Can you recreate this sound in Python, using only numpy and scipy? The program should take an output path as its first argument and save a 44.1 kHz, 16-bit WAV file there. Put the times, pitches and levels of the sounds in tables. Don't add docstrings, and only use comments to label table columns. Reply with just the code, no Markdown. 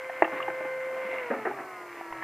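import sys
import numpy as np
from scipy import signal
from scipy.fft import rfft, irfft
from scipy.io import wavfile
from scipy.ndimage import uniform_filter1d

SR = 44100
rng = np.random.default_rng(int(sys.argv[2]) if len(sys.argv) > 2 else 0)


def to_wav(sig):
    pcm = np.clip(np.atleast_2d(sig), -1, 1) * 32767
    pcm = np.round(pcm).astype(np.int16)
    wavfile.write(sys.argv[1], SR, pcm.T)


N = 98343
T = np.arange(N) / SR

SHAFT_SPEEDS = [47, 52, 62, 74]
# shaft_multiple, then level_db at each of the four shaft speeds
WHINE_TONES = [(7, -49, -51, -42.5, -35), (12, -79, -75, -67, -57.5), (14, -74, -52, -44.5, -49),
               (16, -62, -79, -63, -56.5), (18, -70, -72, -69, -57.5), (20, -48, -49.5, -51, -53),
               (21, -75, -59, -47.5, -50), (24, -54, -48.5, -64, -53.5), (26, -79, -72, -80, -64),
               (28, -50, -55.5, -58, -43.5), (32, -64, -60, -67, -62), (35, -55, -85, -53.5, -73),
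               (36, -55, -60, -68, -79), (40, -54, -55.5, -87, -73), (42, -71, -71, -78, -70.5)]
# time_s, gain_db
HUM_FADER = [(0, -4.5), (.2, -7), (.42, -2.5), (.62, -0.5), (.9, 1), (1.15, -1.5), (1.22, -1.5),
             (1.3, -4.5), (1.36, -4), (1.41, 0), (1.6, -0.5), (2.23, 1)]
# time_s, gain_db
OVERTONE_FADER = [(0, -4), (.17, -2.5), (.3, -1), (1.13, 0), (1.23, 1), (1.27, -1.5), (1.36, -1), (1.8, 0),
                  (1.93, -6.5), (2.1, 0.5)]
# time_s, level_db
ROTOR_FADER = [(0, -79), (.5, -70), (.68, -63.5), (.9, -68), (1.15, -76.5), (1.4, -87), (2.23, -84)]
# time_s, low_level_db, high_level_db
RATTLE_FADERS = [(0, -51, -45.5), (.2, -49.5, -46.5), (.3, -42, -46), (.35, -42, -40.5), (.45, -44, -43),
                 (.62, -48, -44.5), (.8, -49, -47), (.95, -46.5, -45.5), (1.18, -42.5, -40),
                 (1.27, -45, -43), (1.42, -48.5, -46.5), (1.63, -41.5, -48.5), (1.75, -50.5, -49.5),
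                 (1.86, -48, -50.5), (1.98, -48.5, -45), (2.1, -50.5, -48.5), (2.2, -47, -45)]
# frequency_hz, gain_db
RATTLE_LOW_EQ = [(30, -56), (80, -18), (135, -22), (185, -13), (250, -6), (330, 1), (420, 0.5), (510, 1.5),
                 (580, 0), (665, 6.5), (750, 0), (900, -0.5), (1150, -4), (1500, -19), (2500, -37)]
# frequency_hz, gain_db
RATTLE_HIGH_EQ = [(500, -25.5), (1000, -1.5), (1300, -5.5), (1650, -4), (2050, 0), (2270, -1.5),
                  (2480, -9.5), (2800, -10.5), (3020, -17.5), (4000, -26.5), (7000, -84)]
# time_s, level_db
DRONE_FADER = [(0, -74), (.42, -65), (.5, -62), (.8, -81), (1, -82), (1.3, -70), (1.45, -64), (1.8, -68),
               (2.1, -72.5), (2.19, -59)]
# start_s, level_db, pitch_hz, decay_s
LEVER_TICKS = [(.0955, -23.5, 718, 0.0038), (.096, -28.5, 1820, 0.0038), (.2432, -25.5, 2700, .0027),
               (.2454, -15.5, 1220, 0.0023), (.2476, -28, 1780, 0.0041), (.2525, -35, 2780, .002),
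               (.277, -22, 860, .003), (.33, -31.5, 1114, 0.0079), (.402, -19.5, 1150, 0.0033),
               (.403, -31, 1700, 0.0023), (.415, -31, 1306, 0.0041), (.426, -24, 2830, 0.0026),
               (.4815, -17.5, 790, 0.0026), (.4825, -25.5, 1220, 0.003), (1.511, -29, 827, 0.0061),
               (2.010, -23, 754, 0.0026), (2.1252, -17, 990, 0.0011), (2.126, -29, 2100, 0.0022),
               (2.223, -22.5, 1080, 0.0022), (2.2235, -27, 1790, 0.0053)]
# start_s, strength_db, pitch_hz, decay_s
LATCH_CONTACTS = [(.2215, 1.5, 730, 0.001), (0.2219, -11.5, 1870, 0.0021), (0.2226, -22, 2720, 0.0026),
                  (.2247, -15, 740, 0.0023), (0.2255, -13, 2030, 0.0012), (0.2284, -20, 1080, 0.0023)]
# pitch_hz, width_hz, gain_db
FRAME_MODES = [(185, 40, -21), (347, 56, 0.5), (456, 107, -4), (657, 110, 1.5), (838, 53, 4.5),
               (1140, 140, -11), (1280, 140, -16), (1500, 180, 1.5), (1780, 110, -7), (2210, 70, -24),
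               (2560, 39, -28), (2760, 100, -21)]
# start_s, level_db, pitch_hz, decay_s
CASING_THUDS = [(0.2216, -14.5, 347, 0.0062), (.228, -31, 328, 0.032), (.322, -37, 280, 0.019),
                (0.482, -32.5, 337, 0.017), (.608, -30, 604, .009), (1.047, -41.5, 207, 0.014),
                (1.385, -42, 227, .03), (1.303, -31.5, 227, 0.018), (1.3074, -24.5, 446, 0.0077),
                (1.3085, -19.5, 561, 0.008), (1.322, -36.5, 252.5, 0.051), (1.338, -28.5, 541, 0.021),
                (1.4531, -19, 448, 0.0073), (1.456, -31.5, 775, 0.016), (1.468, -24.5, 370.3, 0.015)]
# start_s, level_db, decay_s, high_cut_hz
LOOSE_KNOCKS = [(0.2273, -22.5, 0.0069, 1510), (0.245, -25, 0.0088, 3450), (0.322, -32, 0.024, 900),
                (0.4794, -30, 0.0068, 1310), (.5, -28, 0.0038, 2500), (0.605, -28.5, 0.0032, 700),
                (.647, -32.5, 0.012, 1800)]
# time_s, level_db
SCRAPE_FADER = [(0, -73), (.95, -70), (1.06, -48.5), (1.18, -42), (1.24, -48), (1.35, -57), (2.23, -75)]
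# pitch_hz, half_width_hz, gain_db
BEARING_MODES = [(2140, 100, 5), (2210, 50, -2), (2706, 105, -2.5)]
# start_s, level_db, decay_s, low_cut_hz, high_cut_hz
GEAR_CLATTER = [(1.301, -26, 0.01, 200, 890), (1.3115, -26, 0.017, 220, 1800),
                (1.331, -31, 0.046, 200, 1200), (1.451, -24, 0.02, 400, 2200),
                (1.47, -28.5, 0.013, 330, 1600), (1.494, -34.5, 0.033, 298, 1200),
                (1.575, -36, 0.016, 350, 1800), (1.586, -32.5, 0.032, 300, 1800)]
# frequency_hz, gain_db
CLATTER_EQ = [(50, -38), (160, -22.5), (245, 2), (320, 1), (420, -2), (570, -9), (700, 1.5), (850, -1),
              (1080, -8.5), (1280, -6.5), (1750, -1.5), (2250, -12), (2900, -17), (4000, -39)]
# frequency_hz, gain_db
HISS_EQ = [(30, -4), (300, -7.5), (3000, -17.5), (4200, 8), (6000, 6), (10000, 3), (15000, 2)]


def undb(db):
    return 10 ** (np.asarray(db) / 20)


def unit(x):
    return x / np.sqrt(np.mean(x ** 2))


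def fader(rows, column=1):
    rows = np.array(rows)
    return undb(np.interp(T, rows[:, 0], rows[:, column]))


def eq(x, points):
    hz, db = np.array(points).T
    bins_hz = np.maximum(np.fft.rfftfreq(N, 1 / SR), 1)
    gain = undb(np.interp(np.log(bins_hz), np.log(hz), db))
    return unit(irfft(rfft(x) * gain, N))


def wander(rate_hz):
    hold = int(SR / rate_hz)
    steps = np.repeat(rng.standard_normal(N // hold + 1), hold)
    return unit(uniform_filter1d(uniform_filter1d(steps, hold), hold)[:N])


def resonate(x, hz, width_hz):
    return signal.lfilter(*signal.iirpeak(hz, hz / width_hz, fs=SR), x)


def high_cut(x, hz, order=1):
    return signal.sosfilt(signal.butter(order, hz, fs=SR, output="sos"), x)


def low_cut(x, hz):
    return signal.sosfilt(signal.butter(2, hz, "high", fs=SR, output="sos"), x)


def strike(start_s, decay_s, rise_s=0.00024):
    age = np.maximum(T - start_s, 0)
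    return (1 - np.exp(-age / rise_s)) * np.exp(-age / decay_s)


def motor_whine(fast_hz=74.48, slow_hz=43.7, slows_at_s=1.18, settle_s=0.448):
    speed = slow_hz + (fast_hz - slow_hz) * np.exp(-np.maximum(T - slows_at_s, 0) / settle_s)
    jitter = 1 + 0.0012 * wander(25.57)
    angle = 2 * np.pi * np.cumsum(speed * jitter) / SR
    out = fader(ROTOR_FADER) * np.sin(2 * angle + 0.5 * wander(8.7))
    for row, (multiple, *levels_db) in enumerate(WHINE_TONES):
        gain = undb(np.interp(speed, SHAFT_SPEEDS, levels_db))
        if row == 0:
            gain *= fader(HUM_FADER) * undb(0.24 * wander(14.6))
        else:
            gain *= fader(OVERTONE_FADER) * undb(1.5 * wander(8.85))
            gain *= 1 + 0.12 * wander(70)
        out += gain * np.sin(multiple * angle + rng.uniform(0, 2 * np.pi))
    return np.sqrt(2) * out


def gear_rattle(grains_per_s=1600, waver_db=1.18):
    out = 0
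    for column, spectrum in enumerate((RATTLE_LOW_EQ, RATTLE_HIGH_EQ), 1):
        grains = (rng.random(N) < grains_per_s / SR) * rng.choice([-1, 1], N)
        waver = undb(waver_db * wander(24.97))
        out += eq(grains, spectrum) * fader(RATTLE_FADERS, column) * waver
    return out


def chassis_drone(pitch_hz=131.6, width_hz=42):
    rumble = resonate(rng.standard_normal(N), pitch_hz, width_hz)
    return fader(DRONE_FADER) * unit(resonate(rumble, pitch_hz, width_hz))


def lever_ticks(grit_mix=0.46):
    out = 0
    for start, db, hz, decay in LEVER_TICKS:
        ring = np.sqrt(2) * np.sin(2 * np.pi * hz * (T - start))
        band = resonate(rng.standard_normal(N), hz, width_hz=0.87 * hz)
        grit = unit(high_cut(band, 2 * hz, order=2))
        out += undb(db) * strike(start, decay, rise_s=0.0015) * (ring + grit_mix * grit)
    return out


def latch_snap(gain_db=3.52, frame_db=-7):
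    contact = 0
    for start, db, hz, decay in LATCH_CONTACTS:
        ring = np.sin(2 * np.pi * hz * (T - start))
        contact -= undb(db) * strike(start, decay, rise_s=0.00081) * ring
    return undb(gain_db) * (contact + undb(frame_db) * frame_ring(contact))


def frame_ring(x):
    return sum(undb(db) * resonate(x, hz, width) for hz, width, db in FRAME_MODES)


def casing_thuds():
    out = 0
    for start, db, hz, decay in CASING_THUDS:
        ring = np.sqrt(2) * np.sin(2 * np.pi * hz * (T - start))
        out += undb(db) * strike(start, decay, rise_s=0.0028) * ring
    return out


def loose_knocks():
    out = 0
    for start, db, decay, top_hz in LOOSE_KNOCKS:
        chatter = high_cut(rng.standard_normal(N), top_hz)
        knock = frame_ring(chatter * strike(start, decay))
        out += undb(db) * knock / np.std(frame_ring(chatter))
    return out


def roller_scrape(jerks_per_s=110):
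    jerks = (rng.random(N) < jerks_per_s / SR) * rng.uniform(0.89, 1, N)
    out = 0
    for hz, half_width, db in BEARING_MODES:
        ring = resonate(jerks, hz, 2 * half_width)
        out += undb(db) * resonate(ring, hz, 2 * half_width)
    return fader(SCRAPE_FADER) * unit(out)


def gear_clatter(plate_hz=1264):
    gears = 0
    for start, db, decay, low_hz, top_hz in GEAR_CLATTER:
        hollow = eq(rng.standard_normal(N), CLATTER_EQ)
        burst = strike(start, decay, rise_s=0.0014) * unit(high_cut(hollow, top_hz))
        gears += undb(db) * low_cut(burst, low_hz)
    return gears + resonate(gears, plate_hz, width_hz=130)


def soft_bump(gain_db=-51):
    rumble = unit(high_cut(rng.standard_normal(N), hz=85, order=3))
    return undb(gain_db) * strike(start_s=2.105, decay_s=0.024, rise_s=0.0048) * rumble


def workshop_echo(x, wet_db=-14.5, t60_s=0.21):
    tail = rng.standard_normal(N) * strike(start_s=0.011, decay_s=t60_s / np.log(1000))
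    return x + undb(wet_db) * signal.fftconvolve(x, tail / np.linalg.norm(tail))[:N]


def scene():
    ticks = high_cut(lever_ticks(), hz=3080, order=8)
    hits = latch_snap() + casing_thuds() + loose_knocks() + gear_clatter()
    hits = high_cut(hits, hz=2650, order=12)
    impacts = low_cut(workshop_echo(ticks + hits), hz=174)
    bed = motor_whine() + gear_rattle() + chassis_drone() + roller_scrape()
    return np.tile(bed + impacts + soft_bump(), (2, 1))


def record(dry, hiss_db=-62, side_db=-4, top_hz=15250):
    mid, side = (undb(hiss_db) * eq(rng.standard_normal(N), HISS_EQ) for _ in range(2))
    hiss = mid + undb(side_db) * side * np.array([[1], [-1]])
    return signal.sosfilt(signal.ellip(12, 0.1, 80, top_hz, fs=SR, output="sos"), dry + hiss)


dry = scene()
out = record(dry)
to_wav(out)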